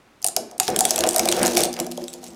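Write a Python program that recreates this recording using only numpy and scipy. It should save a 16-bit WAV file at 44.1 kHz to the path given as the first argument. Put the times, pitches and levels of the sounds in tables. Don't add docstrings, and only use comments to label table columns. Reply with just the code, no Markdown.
import sys
import numpy as np
from scipy import signal
from scipy.fft import rfft, irfft, next_fast_len
from scipy.io import wavfile
from scipy.ndimage import uniform_filter1d

SR = 44100
rng = np.random.default_rng(int(sys.argv[2]) if len(sys.argv) > 2 else 0)


def wrap_up_sound(samples):
    columns = np.atleast_2d(samples).T
    tamed = np.clip(columns, -1, 1)
    steps = np.round(tamed * 32767).astype(np.int16)
    wavfile.write(sys.argv[1], SR, steps)


N = 103635
TIME = np.arange(N) / SR
BLOW_TIME = np.arange(SR // 5) / SR

# (time [s], snap level [dB], snap resonance [Hz], clack level [dB],
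# clack resonance [Hz], shaft knock level [dB])
FRACTURES = [(0.218, -41, 8830.0, -55, 3100.0, -58), (0.2261, -33.5, 5900, -67, 3850.0, -58),
             (0.2439, -14, 10000, -30, 3220, -28), (0.2646, -15.5, 9200, -55, 3900, -36),
             (0.2736, -20, 9000, -53, 4330.0, -56), (0.2843, -21.5, 7300, -32.5, 4470, -39),
             (0.3643, -13, 5840, -26, 4130, -23.5), (0.5123, -42, 5500, -49.5, 4050, -44),
             (0.5801, -37.5, 8610.0, -54, 4070.0, -59), (0.5989, -11, 7600, -17, 4200, -24),
             (0.6796, -21.5, 5130, -23, 3600, -24), (0.6891, -31, 9150.0, -42, 4500, -31),
             (0.7007, -29.5, 6260, -45, 2840, -45), (0.7619, -17, 8170, -23.5, 3060, -26.5),
             (0.7897, -13, 10300, -28, 3900, -37), (0.7975, -27, 7100, -38, 4130.0, -35),
             (0.8066, -10.5, 7470, -27, 4300, -19), (0.852, -11.5, 8850, -16, 3360.0, -24),
             (0.9068, -12, 6520, -26, 4050.0, -25.5), (0.9597, -18, 8010.0, -25, 3300, -42),
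             (0.9792, -22, 5600, -27, 4390.0, -22), (0.989, -18.5, 6720.0, -30.5, 3230.0, -54),
             (1.0063, -19.5, 6560, -22.5, 4420, -56), (1.0374, -20, 5100, -18.5, 2250, -18.5),
             (1.066, -26, 8400, -35, 2200, -26), (1.0732, -24, 8000, -46, 2350.0, -27),
             (1.089, -13.5, 8300, -28, 3270, -52), (1.109, -24, 8300, -44, 4180.0, -54),
             (1.1312, -26.5, 8700, -45, 4370.0, -52.5), (1.1446, -23.5, 7770.0, -52.5, 3940.0, -25.5),
             (1.1614, -13, 10500, -27, 4270, -20.5), (1.182, -18, 8300, -50, 3720, -28),
             (1.1939, -12.5, 5640, -20.5, 2390.0, -24.5), (1.2552, -21.5, 6090.0, -32, 3300, -23),
             (1.2758, -30, 9400, -29, 2360, -24), (1.2871, -16, 8000, -15, 4150, -37),
             (1.3151, -22, 9390.0, -27, 2980, -31), (1.3241, -16, 6600, -18, 3120.0, -27),
             (1.3659, -28.5, 8490, -32, 4270, -27), (1.43, -15.5, 8550.0, -24.5, 3000, -35),
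             (1.4502, -26, 5250.0, -28, 4110.0, -28), (1.4595, -18, 6200, -29, 2710.0, -51),
             (1.4674, -17, 7860.0, -34, 2500, -48), (1.4788, -22.5, 8240, -26, 4050, -29.5),
             (1.5517, -27, 4600, -33, 3600.0, -29), (1.5697, -13.5, 5450, -15.5, 2560, -18.5),
             (1.5776, -19, 8150, -44, 2950, -41), (1.6055, -20.5, 9900, -24.5, 3450.0, -56),
             (1.635, -15, 9140, -19.5, 4400, -48), (1.6448, -23.5, 7600, -34, 4060, -24.5),
             (1.7288, -30, 5500, -38.5, 3900.0, -68), (1.7392, -31, 5170.0, -40, 3040.0, -54),
             (1.7656, -39, 7360.0, -32, 2460, -56), (1.7896, -32.5, 5620.0, -34.5, 3430, -29),
             (1.8, -20.5, 6500, -26, 4320, -35), (1.8451, -44, 9040.0, -43, 3500, -58),
             (1.8654, -33, 5150, -43, 4460.0, -32.5), (1.9139, -33, 5170, -43, 3340.0, -44),
             (1.9194, -34, 4900, -39.5, 3300, -50), (1.9749, -34, 5560, -35.5, 3320, -48),
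             (2.0396, -35, 4900, -46, 3300, -49.5), (2.0812, -34, 7860.0, -34, 3700, -58),
             (2.1303, -37.5, 8240, -46, 3650, -78), (2.1368, -34, 6700, -42.5, 4460, -57),
             (2.24, -36.5, 7740, -45, 4140, -62)]
# (time [s], level [dB], frequency [Hz], decay time constant [s])
STUMP_JOLTS = [(.247, -45, 339, 0.06), (0.373, -31.5, 392, 0.013), (.4, -33, 329, .012),
               (.519, -38, 700, 0.038), (.543, -42.5, 350, 0.017), (0.606, -36, 348, 0.026),
               (0.683, -20, 356, 0.021), (.706, -31, 223, 0.017), (.766, -29, 353, 0.013),
               (.858, -28.5, 361, 0.016), (1.05, -22, 691, 0.014), (1.068, -20, 364, 0.004),
               (1.26, -34, 340, 0.012), (1.325, -23, 650, 0.021), (1.409, -19.5, 233, 0.014),
               (1.412, -20.5, 557, 0.011), (1.549, -23, 348, 0.015), (1.675, -28, 637, 0.0097),
               (1.803, -26.5, 342, 0.012), (1.978, -26, 573, 0.013), (2.146, -38, 610, .01),
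               (2.23, -37, 655, 0.0089), (2.318, -46, 630, 0.01)]
# (time [s], level [dB], frequency [Hz], 60 dB decay time [s])
PIECE_PINGS = [(.366, -52, 5330, 0.14), (.366, -43.5, 7200, 0.26), (2.085, -44, 7900, 0.082),
               (2.138, -51, 7000, .12), (2.277, -51, 7600, .11), (2.28, -51, 8300, 0.12)]
# (time [s], level [dB])
SPLINTER_LEVELS = [(.6, -55), (.63, -32), (.72, -45), (.8, -40), (.93, -29.5), (1.02, -48), (1.14, -32.5),
                   (1.23, -36), (1.4, -30.5), (1.47, -31.5), (1.53, -34), (1.585, -23), (1.65, -27.5),
                   (1.7, -50), (1.92, -53), (2.02, -46.5), (2.21, -56), (2.245, -41), (2.3, -52)]
RUMBLE_LEVELS = [(.69, -30.5), (.78, -31.5), (.93, -39.5), (.99, -28.5), (1.075, -28), (1.12, -48),
                 (1.22, -24), (1.3, -25), (1.425, -25.5), (1.48, -29.5), (1.62, -23.5), (1.77, -49),
                 (1.81, -31), (1.95, -48), (2.01, -35), (2.11, -48), (2.35, -42)]
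GRIND_LEVELS = [(.69, -37.5), (.78, -43.5), (.93, -43), (.99, -37.5), (1.06, -34), (1.12, -46), (1.18, -36),
                (1.3, -46), (1.37, -34.5), (1.435, -25), (1.5, -37), (1.55, -51), (1.6, -29.5), (1.7, -66),
                (1.755, -55), (1.77, -40), (1.82, -44.5), (1.9, -68), (2.35, -81)]
HUM_LEVELS = [(1.65, -55), (1.75, -41), (1.95, -38), (2.04, -39), (2.13, -51), (2.26, -44.5), (2.35, -47)]
# (frequency [Hz], level [dB])
AIR_SPECTRUM = [(25, -8), (150, 1), (350, 2), (700, -4), (1300, -5), (2200, -9), (3500, -14), (7000, -20.5),
                (12000, -27), (16000, -32)]
ROOM_SPECTRUM = [(100, -1), (350, -2), (700, -5.5), (1200, -6), (3000, -9.5), (6000, -11), (10000, -9.5),
                 (15000, -19.5)]
SPLINTER_SPECTRUM = [(1000, -23), (2500, 0.5), (4500, 4), (6000, 7), (9000, -2.5), (11000, 1.5),
                     (12500, -11.5), (15000, -1), (16500, -46)]
RUMBLE_SPECTRUM = [(25, -89), (60, -74), (110, -15.5), (170, -2), (240, -1), (295, 4), (345, 9.5),
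                   (410, -6), (540, 4), (800, -22), (1300, -60)]
GRIND_SPECTRUM = [(250, -18), (450, 6.5), (700, 6), (850, 3), (1050, -4.5), (1700, -4.5), (2600, -10),
                  (4500, -29), (9000, -30)]
# (frequency [Hz], level [dB], 60 dB decay time [s])
FRAME_MODES = [(76, -18, 0.24), (176, -15, 0.68), (213.6, -10.5, 0.36), (242.4, -4, 0.52),
               (353.7, 2.5, 0.35), (450.7, -11, 0.37), (590.5, -9.5, 0.39), (681, -14, 0.34),
               (779.4, -13, .35)]
# (frequency [Hz], level [dB])
HUM_PARTIALS = [(174, -9), (246, 1.5)]

SLIP_START_S, SLIP_RISE_S, RUBS_PER_S = 0.675, 0.012, 500


def from_db(db):
    return 10 ** (np.asarray(db) / 20)


def unit_rms(x, size=None):
    return x / np.sqrt(np.mean(x[:size] ** 2) + 1e-20)


def envelope(rows):
    return from_db(np.interp(TIME, *np.transpose(rows)))


def band(x, low_hz, high_hz, order=2):
    sections = signal.butter(order, [low_hz, high_hz], "band", fs=SR, output="sos")
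    return signal.sosfilt(sections, x + 1e-18)


def colour(x, points):
    hz, db = np.transpose(points)
    size = next_fast_len(len(x) + 4096)
    bin_hz = np.arange(size // 2 + 1) * SR / size
    gain = from_db(np.interp(np.log(bin_hz + 1), np.log(hz), db))
    return irfft(rfft(x, size) * gain, size)[:len(x)]


def resonate(x, hz, width_hz):
    r = np.exp(-np.pi * width_hz / SR)
    feedback = [1, -2 * r * np.cos(2 * np.pi * hz / SR), r * r]
    return signal.lfilter(np.array([1, 0, -1]) * (1 - r * r) / 2, feedback, x + 1e-18)


def add(out, start_s, sound):
    i = int(start_s * SR)
    out[i:i + len(sound)] += sound[:N - i]


def grains(per_s, spread_db, decay_s):
    sizes = from_db(spread_db * np.minimum(rng.exponential(1, N), 4))
    onsets = rng.random(N) < per_s / SR
    power = signal.lfilter([1], [1, -np.exp(-2 / (decay_s * SR))], onsets * sizes ** 2 + 1e-18)
    return np.sqrt(power) * rng.standard_normal(N)


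def swing(hz, sag, rise_s, decay_s):
    decay = np.exp(-BLOW_TIME / decay_s)
    rise = 1 - np.exp(-(BLOW_TIME / rise_s) ** 2)
    phase = 2 * np.pi * np.cumsum(hz * (1 + sag * decay)) / SR
    return unit_rms(np.sin(phase) * rise * decay, size=441)


def room_air():
    return from_db(-55.5) * unit_rms(colour(rng.standard_normal(N), AIR_SPECTRUM))


def tooth_fractures(attack_s=0.0001, hold_s=0.0014, decay_s=0.0014, thud_decay_s=0.003):
    knock_hz, knock_delay_s = 664.3, 0.004536
    out, t = np.zeros(N), BLOW_TIME[:SR // 40]
    burst = np.minimum(t / attack_s, 1) * np.exp(-np.maximum(t - hold_s, 0) / decay_s)
    for start_s, snap_db, snap_hz, clack_db, clack_hz, knock_db in FRACTURES:
        tear, flex, release = rng.standard_normal((3, len(t)))
        snap = band(tear * burst, low_hz=4700, high_hz=12530)
        snap += 2.24 * resonate(snap, snap_hz, width_hz=1200)
        clack = band(flex * burst, low_hz=2300, high_hz=4900)
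        clack += 2.2 * resonate(clack, clack_hz, width_hz=480)
        thud = band(release * np.exp(-t / thud_decay_s), low_hz=185, high_hz=1620)
        thud_db = (clack_db + knock_db) / 2 - 3.5
        for sound, db in (snap, snap_db + 1), (clack, clack_db - 0.5), (thud, thud_db):
            add(out, start_s, from_db(db) * unit_rms(sound, size=180))
        detune = 1 + 0.07 * rng.standard_normal()
        knock = swing(knock_hz * detune, sag=0.16, rise_s=0.0021, decay_s=0.0049)
        add(out, start_s + knock_delay_s, from_db(knock_db) * knock)
    return out


def reverberation(x, low_t60_s=0.48, treble_t60_s=0.2, crossover_hz=4000, build_s=0.0032):
    t = np.arange(SR // 2) / SR
    noise = rng.standard_normal(len(t))
    lows = signal.sosfiltfilt(signal.butter(1, crossover_hz, fs=SR, output="sos"), noise)
    tail = lows * from_db(-60 * t / low_t60_s) + (noise - lows) * from_db(-60 * t / treble_t60_s)
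    spectrum = rfft(tail, 4 * len(t))
    tail = irfft(spectrum / np.sqrt(np.abs(spectrum) + 1e-9))[:len(t)]
    tail = colour(tail / np.sqrt(np.sum(tail ** 2)), ROOM_SPECTRUM)
    build_up = np.minimum(t / build_s, 1) ** 2
    return signal.fftconvolve(x, tail * build_up)[:N]


def stump_jolts():
    out = np.zeros(N)
    for start_s, db, hz, decay_s in STUMP_JOLTS:
        burst = rng.standard_normal(len(BLOW_TIME)) * np.exp(-BLOW_TIME / decay_s)
        judder = unit_rms(band(burst, hz * 0.71, hz * 1.403, order=3), size=441)
        blow = swing(hz, sag=0.034, rise_s=0.00079, decay_s=decay_s) + 0.98 * judder
        add(out, start_s, from_db(db - 3.5) * unit_rms(blow, size=441))
    return out


def piece_pings(half_width_hz=200):
    out = np.zeros(N)
    for start_s, db, hz, t60_s in PIECE_PINGS:
        ring = band(rng.standard_normal(len(BLOW_TIME)), hz - half_width_hz, hz + half_width_hz)
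        ring *= from_db(-60 * BLOW_TIME / t60_s)
        add(out, start_s, from_db(db) * unit_rms(ring, size=882))
    return out


def splintering():
    splinters = colour(grains(per_s=440, spread_db=3, decay_s=0.0024), SPLINTER_SPECTRUM)
    started = TIME > SPLINTER_LEVELS[0][0]
    return started * envelope(SPLINTER_LEVELS) * from_db(-1) * unit_rms(splinters)


def slipping_mesh():
    slipping = np.clip((TIME - SLIP_START_S) / SLIP_RISE_S, 0, 1)
    rubs = colour(grains(RUBS_PER_S, spread_db=1.5, decay_s=0.003), RUMBLE_SPECTRUM)
    crumbs = colour(grains(per_s=1300, spread_db=2.5, decay_s=0.0011), GRIND_SPECTRUM)
    rumble = from_db(-8) * envelope(RUMBLE_LEVELS) * unit_rms(rubs)
    grind = from_db(3.5) * envelope(GRIND_LEVELS) * unit_rms(crumbs)
    return slipping * (rumble + grind)


def frame_ringing():
    drive = envelope(RUMBLE_LEVELS)
    shaking = (TIME > SLIP_START_S) * drive * grains(RUBS_PER_S, spread_db=1, decay_s=0.0023)
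    modes = sum(from_db(db) * unit_rms(resonate(shaking, hz, width_hz=np.log(1000) / np.pi / t60_s))
                for hz, db, t60_s in FRAME_MODES)
    return from_db(-3) * np.sqrt(np.mean(drive ** 2)) * unit_rms(modes)


def rig_hum(line_width_hz=6.1):
    partials = np.zeros(N)
    for hz, db in HUM_PARTIALS:
        wander = np.cumsum(rng.standard_normal(N)) * np.sqrt(2 * np.pi * line_width_hz / SR)
        partials += from_db(db) * np.sin(2 * np.pi * hz * TIME + uniform_filter1d(wander, size=900))
    return (TIME > HUM_LEVELS[0][0]) * envelope(HUM_LEVELS) * unit_rms(partials)


def scene():
    gears = tooth_fractures() + stump_jolts() + piece_pings() + splintering() + slipping_mesh()
    return (room_air() + gears + reverberation(gears) + frame_ringing() + rig_hum())[None]


def record(dry):
    ceiling, stopband_hz = 0.68, 17100
    rounded = dry / (1 + (dry / ceiling) ** 4) ** (1 / 4)
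    return signal.sosfilt(signal.cheby2(16, 70, stopband_hz, fs=SR, output="sos"), rounded)


dry = scene()
out = record(dry)
wrap_up_sound(out)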